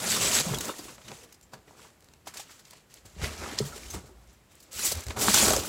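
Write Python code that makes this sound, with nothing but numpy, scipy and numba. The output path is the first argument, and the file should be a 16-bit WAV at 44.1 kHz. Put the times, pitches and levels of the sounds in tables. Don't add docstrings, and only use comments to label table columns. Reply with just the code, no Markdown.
import sys
import numpy as np
from scipy import signal
from scipy.fft import rfft, irfft
from scipy.io import wavfile
from scipy.ndimage import uniform_filter1d
from numba import njit

SR = 44100
rng = np.random.default_rng(int(sys.argv[2]) if len(sys.argv) > 2 else 0)


def output_pcm(signal):
    pcm = np.clip(np.atleast_2d(signal).T, -1, 1) * 32767
    wavfile.write(sys.argv[1], SR, np.round(pcm).astype(np.int16))


def ratio_of_db(decibels):
    return 10 ** (np.asarray(decibels, float) / 20)


N = 250488
T = np.arange(N) / SR

# (frequency [Hz], relative level per Hz [dB])
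HUSH_SPECTRUM = [(18, -21), (30, 2), (134, 4), (189, 1.5), (328, -1), (1350, -10.5), (1720, -10.5),
                 (2980, -14.5), (6210, -22), (12000, -18.5), (16000, -21.5)]
# (frequency [Hz], width [Hz], relative level [dB])
WALL_MODES = [(117, 57, -3.5), (137, 34, -8.5), (175, 28, 2.5), (207, 38, 0)]
# (frequency [Hz], width [Hz], relative level [dB])
ROCKING_MODES = [(58, 14, -4), (80, 11, -4)]
# (time [s], level [dB])
ROCKING_LEVEL = [(0.0, -61), (0.55, -48), (0.68, -60.5), (2.89, -74.5), (3.15, -54.5), (3.24, -33.5),
                 (3.39, -46.5), (3.64, -44.5), (3.81, -55), (3.97, -41), (4.0, -51), (4.68, -74),
                 (4.78, -48), (4.84, -56), (4.98, -35), (5.03, -59), (5.09, -37), (5.16, -47), (5.6, -37),
                 (5.68, -63)]
# (time [s], level [dB], pitch [Hz])
WALL_BLOWS = [(0.096, -39, 177), (.27, -34, 66), (0.403, -28, 154), (0.464, -21.5, 183),
              (0.488, -21.5, 175), (0.508, -18.5, 137), (0.523, -30, 101), (1.044, -43.5, 122),
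              (1.089, -40, 207), (1.114, -38.5, 150), (1.531, -46, 132), (1.674, -56, 290),
              (3.051, -45, 101), (3.164, -38, 175), (3.188, -33, 87), (3.218, -23.5, 140), (3.234, -17, 78),
              (3.3, -36, 72), (3.603, -26, 207), (3.611, -19.5, 135), (3.655, -31, 149), (3.859, -34, 56.5),
              (3.948, -28, 74.5), (3.96, -33.5, 188), (4.035, -41, 130), (4.189, -52, 100),
              (4.282, -41, 59.2), (4.759, -36, 77), (4.88, -40, 80), (4.948, -33, 70.5), (5.064, -28, 95),
              (5.089, -28, 64.6), (5.278, -19.5, 197.5), (5.424, -17, 213), (5.47, -21, 304)]
# (frequency [Hz], relative level per Hz [dB])
CARD_SPECTRUM = [(140, -39), (230, -2.5), (392, 3.5), (446, 2.5), (646, 0), (1020, -3), (1430, -5),
                 (1800, -19.5), (2340, -27), (3960, -120)]
# (time [s], peak [dB], centre frequency [Hz], width [octaves])
CARD_KNOCKS = [(0.173, -31, 1150, 0.38), (0.366, -26, 1410, 0.29), (0.45, -39, 493, 0.45),
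               (0.487, -32, 495, 0.77), (0.535, -21, 650, 0.9), (0.575, -40, 318, 0.45),
               (0.605, -34, 393, 0.49), (0.643, -36, 568, 0.52), (0.691, -22.5, 1040, 0.28),
               (0.792, -32, 375, 0.81), (0.854, -34.5, 266, 0.45), (0.883, -43, 299, 0.49),
               (0.923, -45, 261, 0.41), (0.982, -45, 620, 0.61), (1.079, -49, 1150, 0.54),
               (1.115, -40, 460, 0.38), (1.171, -53, 455, 0.45), (1.23, -58, 470, 0.45),
               (1.534, -34, 925, 0.61), (1.677, -45, 424, 0.35), (1.793, -41, 1050, 0.66),
               (1.848, -42.5, 910, 0.51), (2.27, -32, 745, 0.38), (2.336, -41, 1540, 0.49),
               (2.357, -41, 806, 0.42), (2.396, -35.5, 850, 0.23), (2.492, -43, 1540, 0.58),
               (2.732, -44, 767, 0.4), (3.053, -45.5, 363, 0.62), (3.164, -44, 377, 0.35),
               (3.192, -42, 706, 0.45), (3.215, -31, 1410, 0.88), (3.42, -35, 361, 0.33),
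               (3.521, -34, 247, 0.26), (3.603, -18.5, 394, 0.2), (3.76, -37, 363, 0.23),
               (3.944, -29.5, 350, 0.61), (4.041, -41.5, 368, 0.53), (4.091, -46, 360, 0.33),
               (4.731, -44.5, 533, 0.34), (4.79, -32.5, 1240, 0.28), (4.836, -37, 471, 0.28),
               (4.917, -25, 526, 0.23), (5.065, -43, 522, 0.29), (5.104, -33.5, 373, 0.53),
               (5.167, -42, 371, 0.45), (5.225, -33, 366, 0.41), (5.282, -17, 367, 0.38),
               (5.341, -13, 1060, 0.56), (5.373, -14.5, 670, 0.86), (5.425, -19.5, 720, 0.38),
               (5.48, -17, 363, 0.73), (5.505, -17, 630, 0.2), (5.532, -15, 740, 0.57),
               (5.566, -18, 533, 0.55), (5.582, -19, 480, 0.45)]
# (time [s], peak [dB], centre frequency [Hz], t60 [s])
FOAM_SQUEAKS = [(.09, -28, 7870, 0.35), (.115, -27.5, 3620, 0.24), (.12, -29.5, 2850, 0.23),
                (.2, -26, 7800, .5), (.33, -21.5, 7740, 0.23), (.32, -23, 6540, 0.34),
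                (0.173, -26, 1183, 0.029), (0.541, -27.5, 3310, 0.058), (.583, -36, 3820, 0.078),
                (.688, -38, 2900, 0.083), (.688, -38, 3620, 0.11), (.739, -41, 1840, 0.024),
                (.792, -41.5, 4700, 0.054), (.882, -39.5, 1104, 0.021), (1.045, -50, 3720, .083),
                (1.175, -49, 471, 0.21), (1.226, -48, 472, 0.13), (1.335, -55, 5100, .076),
                (1.426, -56, 7330, .092), (1.536, -48, 4580, .05), (3.722, -38.5, 1360, 0.045),
                (4.091, -48.5, 369, 0.11), (3.9, -35, 6350, .06), (4.83, -27, 6800, 0.14),
                (4.845, -25, 7900, 0.14), (5.345, -19, 3570, 0.11), (5.41, -20, 6900, .15),
                (5.504, -25, 6500, .027), (5.533, -26, 3200, .04), (5.563, -20.5, 5300, 0.014)]
# (time [s], peak [dB], centre frequency [Hz], width [octaves], t60 [s])
SNAPS = [(0.1024,-15.5,8100,1.5,.02),(.1455,-20,6000,1.5,.015),(.3505,-13,7100,1.5,.02),(0.5435,-22,3400,2.3,.03),(0.5855,-15,9500,1.2,.011),(.6063,-19,5000,4.4,0.045),
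         (.6433,-25,9590,3.4,0.088),(.6548,-18.5,9540,2,0.0063),(0.6804,-27,1500,2.6,0.044),(0.7835,-30,3000,4.2,0.053),
         (0.8382,-34,11000,3,0.072),(.8837,-36,1200,1.7,0.12),(0.9794,-41,1200,1.1,0.04),(1.0122,-45,1400,1.7,.07),(1.0461,-47,3560,1.5,.08),
         (1.08,-32.5,1500,1.7,0.047),(1.117,-27,1500,1.16,.012),(1.2306,-41,2000,3,0.093),(1.324,-36.5,8480,1.6,0.033),
         (1.3423,-44,7970,1.4,.034),(1.4117,-41.5,7550,1.9,0.011),(1.4244,-47,7300,1.4,0.076),(1.5328,-37,3000,2.5,.05),
         (1.5378,-36,1010,1,0.025),(1.6763,-46.5,1500,1,0.083),(1.9019,-49,1530,1.7,.018),(2.0056,-44,8510,2.6,.011),
         (2.0229,-45.5,2500,1.8,0.018),(2.043,-45,12800,3.3,0.022),(2.0868,-42,1530,2.1,0.0081),(2.1363,-41,1980,1.7,0.013),
         (2.27,-29.5,1500,2.5,0.073),(2.3373,-33,3000,3,0.069),(2.3689,-26,4030,1.5,.065),(2.3932,-29.5,4770,1.3,0.099),
         (2.499,-39,1500,3.1,0.17),(2.5909,-42,2780,2.4,0.067),(2.6506,-42.5,3920,1,.025),(2.7084,-33.5,8830,1.6,0.014),
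         (2.732,-39,1450,2.2,.025),(2.7694,-52,4930,1.3,.028),(2.9088,-50,9570,2.4,0.015),(2.9404,-30.5,10600,1.7,0.013),
         (3.0532,-39,2500,3.3,0.083),(3.2156,-29,1800,1.7,0.026),(3.2288,-28,2300,1.5,0.033),(3.2425,-22,1860,0.28,.018),(3.2522,-28,2260,0.3,0.036),
         (3.4294,-30.5,1220,0.87,0.12),(3.5875,-11.5,4030,.6,0.011),(3.6468,-30,3000,3.2,0.21),(3.7582,-31,3000,2.3,0.062),
         (3.778,-32,1930,2.5,0.017),(3.9022,-30,6590,1.9,0.069),(3.936,-29,2000,3,.072),(4.0547,-45,3000,3.5,.12),
         (4.2732,-54,10000,2,.03),(4.3275,-51,10000,2.5,0.065),(4.5137,-50.5,9660,1.6,.1),(4.5538,-34.5,10900,.9,0.0077),
         (4.6008,-41,12300,1.7,0.047),(4.6244,-42.5,14000,1.8,0.079),(4.73,-28,12000,1.7,.012),(4.7893,-28,9770,1.5,.05),
         (4.8455,-11,11400,1.8,0.17),(4.915,-16,9750,3.3,0.07),(4.9527,-24,8890,2.4,.015),(4.9704,-26,9510,2.2,0.036),
         (5.0045,-26,9690,1.3,0.023),(5.0346,-31.5,9350,3,0.042),(5.0666,-24,2500,2.4,0.013),(5.0837,-27,1820,2.4,0.013),
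         (5.1049,-23.5,1300,0.95,0.027),(5.1614,-29,1240,1.1,0.12),(5.1878,-20,10000,2.2,0.13),(5.2081,-12.5,10800,2.3,0.17),
         (5.2835,-5,1060,0.49,0.011),(5.3427,-3,6370,0.83,0.014),(5.364,-18,9530,2.1,0.057),(5.3745,-12,4500,2,0.014),(5.428,-12,5000,2.5,0.013),(5.4805,-9,3000,2.5,.02),(5.505,-14,2000,3.3,0.016),
         (5.5336,-10.5,9000,2.5,0.015),(5.5643,-13,5280,1.8,0.011),(5.6332,-22.5,1500,2.4,.034),(5.6487,-22,11200,2.3,0.12)]
# (frequency [Hz], relative level per Hz [dB])
FOAM_SPECTRUM = [(700, -18), (1200, -10), (2400, -5), (3500, -5.5), (5000, -5.5), (7000, -5), (10000, -4),
                 (16500, -8.5)]
# (start [s], length [s], foam level [dB], pressure on the box [dB])
SETTLINGS = [(1.292, 0.036, -61, -64), (1.404, 0.037, -70, -76), (1.516, 0.019, -55, -47),
             (1.658, 0.086, -61.5, -58), (1.755, .11, -54.5, -58), (2.0, 0.14, -69, -69),
             (2.255, 0.013, -45.5, -51), (2.339, 0.065, -46, -57), (2.45, 0.14, -57, -68),
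             (2.639, 0.13, -56, -66.5), (2.89, 0.087, -57.5, -64), (3.033, 0.096, -59, -62.5),
             (4.1, 0.15, -69, -64.5), (4.258, 0.079, -65, -65.5), (4.488, 0.19, -62, -68),
             (4.674, .03, -68, -61)]
# (time [s], foam stirred [dB], box pressed [dB])
GESTURES = [
    [(0.0, -36, -37), (0.112, -24.5, -37.5), (0.19, -29, -36.5), (0.232, -23, -33.5), (0.29, -27.5, -35.5),
     (0.362, -23, -35), (0.408, -24, -33), (0.425, -34.5, -43)],
    [(0.43, -33.5, -45), (0.472, -34, -36.5), (0.618, -42.5, -40), (0.632, -36.5, -44.5),
     (0.698, -39.5, -34.5), (0.738, -46, -50.5), (0.928, -49, -52.5), (0.96, -51, -60)],
    [(0.965, -60, -65), (0.991, -55.5, -54), (1.037, -56.5, -63), (1.123, -48.5, -44), (1.157, -49.5, -59),
     (1.251, -57, -56.5), (1.261, -66, -61), (1.3, -58, -81)],
    [(3.15, -59, -67), (3.194, -51.5, -51.5), (3.244, -33, -37), (3.296, -43, -43), (3.368, -46, -50),
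     (3.436, -41.5, -38), (3.58, -44, -47), (3.585, -28, -36)],
    [(3.59, -30, -58), (3.602, -43, -43.5), (3.714, -50.5, -50), (3.722, -47, -50.5), (3.926, -47, -53.5),
     (3.944, -41.5, -38), (4.024, -56.5, -56), (4.12, -67, -60)],
    [(4.715, -47, -63), (4.797, -31, -46), (4.823, -34, -52), (4.841, -26.5, -47), (4.859, -33, -42),
     (4.907, -31.5, -50.5), (4.923, -33, -38), (4.94, -42, -48)],
    [(4.945, -42.5, -45), (5.007, -42.5, -46), (5.059, -54, -57), (5.065, -46, -51), (5.093, -47, -47),
     (5.105, -37.5, -41), (5.139, -52, -50), (5.16, -50, -43)],
    [(5.165, -40, -34.5), (5.223, -28.5, -32.5), (5.293, -22.5, -31), (5.329, -25.5, -42),
     (5.343, -18, -29.5), (5.411, -19.5, -30.5), (5.485, -22, -25), (5.68, -41.5, -42)],
]
# (slope [dB per octave]); fingers in the foam are bright,
# a shifted heap dull
GESTURE_SLOPES = [-1.5, -1, -2.5, -5, -2, 0.7, -3.5, 0.14]
# (frequency [Hz], gain [dB])
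MIC_RESPONSE = [(25, -12), (55, -2.5), (3000, -2.5), (6800, 1.5), (7750, 3), (8500, -3), (15300, -6),
                (15900, -10), (16200, -60)]


def amp_response(hz, points):
    table_hz, db = np.transpose(points)
    return ratio_of_db(np.interp(np.log(hz), np.log(table_hz), db))


def response(x, points):
    f = np.maximum(np.arange(x.shape[-1] // 2 + 1) * SR / x.shape[-1], 1)
    return irfft(rfft(x) * amp_response(f, points), x.shape[-1])


def colour(x, points):
    y = response(x, points)
    return y / np.sqrt(np.mean(y ** 2))


def walk(rate):
    k = int(SR / rate)
    held = np.repeat(rng.standard_normal(N // k + 1), k)
    return 0.47 * uniform_filter1d(uniform_filter1d(held, k), k)[:N]


@njit
def grains(start, hz, fade, size, n):
    out = np.zeros(n + 4000)
    for g in range(len(start)):
        turn = np.exp(complex(-fade[g], 2 * np.pi * hz[g] / SR))
        z = complex(size[g], 0.)
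        for i in range(min(int(6 / fade[g]), 3999)):
            z *= turn
            out[start[g] + i] += z.imag
    return out[:n]


def slips(count, lo_hz, hi_hz, points, cycles, spread_db, flurry_db, piece_db, tilt):
    when, where, ring, big = rng.random((count, 4)).T
    start = (when * N).astype(np.int64)
    hz = lo_hz + where * (hi_hz - lo_hz)
    fade = hz / SR / (cycles * 4 ** (2 * ring - 1))
    walks = np.array([walk(25) for _ in range(16)])
    pieces = walks[(16 * where ** .7).astype(int), start]
    db = -spread_db * np.log(1 - big) + flurry_db * walk(120)[start] + piece_db * pieces
    even = ratio_of_db(db) * np.sqrt(fade)
    lean = ratio_of_db(tilt[start] * np.log2(hz / hi_hz * 3))
    y = response(grains(start, hz, fade, even * lean, N), points)
    plain = np.sum(even ** 2 / fade)
    power = plain / N * np.mean(amp_response(hz, points) ** 2) / 4
    return y / np.sqrt(power)


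def bursts(rows, widths, t60s, rises, crack):
    size, crack_rise_s = 8192, 0.0012
    out = np.zeros(N + size)
    t = np.arange(size) / SR
    octave = np.log2(np.maximum(np.arange(size // 2 + 1) * SR / size, 1))
    noises = rng.standard_normal((len(rows), size))
    for (s, db, hz), width, t60, rise, noise in zip(rows, widths, t60s, rises, noises):
        band = np.exp(-.5 * ((octave - np.log2(hz)) / max(width, .03)) ** 2)
        tone = irfft(rfft(noise) * band)
        click = np.roll(irfft(band), 8)
        shape = (1 - np.exp(-t / max(rise, 1e-4))) * 1000. ** (-t / max(t60, .003))
        heard = np.sqrt(np.sum((tone * shape) ** 2) / np.sum(shape ** 2))
        suddenness = np.exp(-(rise / crack_rise_s) ** 2)
        sound = tone / heard * shape / shape.max()
        sound = sound + crack * suddenness * click / click.max() * (t < .002)
        i = int(s * SR)
        out[i:i + size] += ratio_of_db(db) * sound / np.abs(sound).max()
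    return out[:N]


def sway(modes, push_db):
    push, out = rng.standard_normal(N) * ratio_of_db(2.15 * walk(25)), 0
    for hz, width, db in modes:
        b, a = signal.iirpeak(hz, hz / width, SR)
        out = out + ratio_of_db(db) * signal.lfilter(b, a, signal.lfilter(b, a, push))
    return out / out.std() * ratio_of_db(push_db)


def motion():
    settle_rise_s, settle_fall_db_per_s = 0.023, 207
    power, tilt = np.full((2, N), 1e-9), -3
    for gesture, lean in zip(GESTURES, GESTURE_SLOPES):
        s, *columns = np.transpose(gesture)
        power = power + [ratio_of_db(np.interp(T, s, c, -120, -120)) ** 2 for c in columns]
        tilt = np.where((T >= s[0]) & (T <= s[-1]), lean, tilt)
    for s, length, *db in SETTLINGS:
        rise = np.clip((T - s) / settle_rise_s, 0, 1)
        shape = rise * ratio_of_db(-settle_fall_db_per_s * np.maximum(T - s - length, 0))
        power = power + np.outer(ratio_of_db(np.array(db)), shape) ** 2
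    foam_db, press_db = 10 * np.log10(uniform_filter1d(power, size=SR // 100) + 1e-10)
    return foam_db, press_db, tilt


def room_hush():
    return colour(rng.standard_normal(N), HUSH_SPECTRUM) * ratio_of_db(-59.5 + 1.5 * walk(3.26))


def room(x):
    t60_s, echo_db = 0.22, -15.5
    t = T[:SR // 2]
    noise = colour(rng.standard_normal(len(t)), [(100, 2.0), (2000, 3), (16000, -4)])
    tail = noise * 1000. ** (-t / t60_s) * (t > .004)
    return x + ratio_of_db(echo_db) * signal.fftconvolve(x, tail / np.sqrt(np.sum(tail ** 2)))[:N]


def walls(press_db):
    blow_t60_s, blow_rise_s = 0.14, 0.0028
    flexing = sway(WALL_MODES, press_db - 5.5)
    out = flexing + sway(ROCKING_MODES, np.interp(T, *np.transpose(ROCKING_LEVEL)))
    for s, db, hz in WALL_BLOWS:
        t = np.maximum(T - s, 0)
        shape = (1 - np.exp(-t / blow_rise_s)) * 1000. ** (-t / blow_t60_s)
        out = out + ratio_of_db(db) * np.sin(2 * np.pi * hz * t) * shape
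    return out


def cardboard_scrape(press_db):
    card = slips(count=24000, lo_hz=201.1, hi_hz=1983, points=CARD_SPECTRUM, cycles=4.4,
                 spread_db=2.7, flurry_db=1.5, piece_db=0.6, tilt=0 * T)
    return card * ratio_of_db(press_db)


def cardboard_knocks():
    t60_s, rise_s = 0.032, 0.0025
    rows, alike = np.array(CARD_KNOCKS), np.ones(len(CARD_KNOCKS))
    return bursts(rows[:, :3], rows[:, 3], t60_s * alike, rise_s * alike, crack=1.5)


def foam_squeaks():
    width_octaves, rise_share = 0.052, 0.06
    rows = np.array(FOAM_SQUEAKS)
    widths, t60s = np.full(len(rows), width_octaves), rows[:, 3]
    return bursts(rows[:, :3], widths, t60s, rise_share * t60s, crack=0)


def foam_snaps():
    rise_share = 0.06
    rows = np.array(SNAPS)
    t60s = rows[:, 4]
    return bursts(rows[:, :3], rows[:, 3], t60s, rise_share * t60s, crack=3.5)


def foam_rustle(foam_db, tilt):
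    foam = slips(count=90000, lo_hz=956, hi_hz=17060, points=FOAM_SPECTRUM, cycles=2.14,
                 spread_db=2.0, flurry_db=3.0, piece_db=5.0, tilt=tilt)
    ringing = slips(count=6000, lo_hz=1010.0, hi_hz=9965, points=FOAM_SPECTRUM, cycles=35.0,
                    spread_db=2.0, flurry_db=-2.0, piece_db=4.5, tilt=tilt)
    return (foam + ratio_of_db(-9.5) * ringing) * ratio_of_db(foam_db)


def scene():
    foam_db, press_db, tilt = motion()
    box = walls(press_db) + cardboard_scrape(press_db) + cardboard_knocks()
    foam = foam_squeaks() + foam_snaps() + foam_rustle(foam_db, tilt)
    return np.tile(room(box + foam) + room_hush(), (2, 1))


def low_pass(x):
    return signal.sosfilt(signal.butter(12, 16480, fs=SR, output="sos"), x)


def record(dry):
    mix = response(dry, MIC_RESPONSE)
    return low_pass(mix)


dry = scene()
out = record(dry)
output_pcm(out)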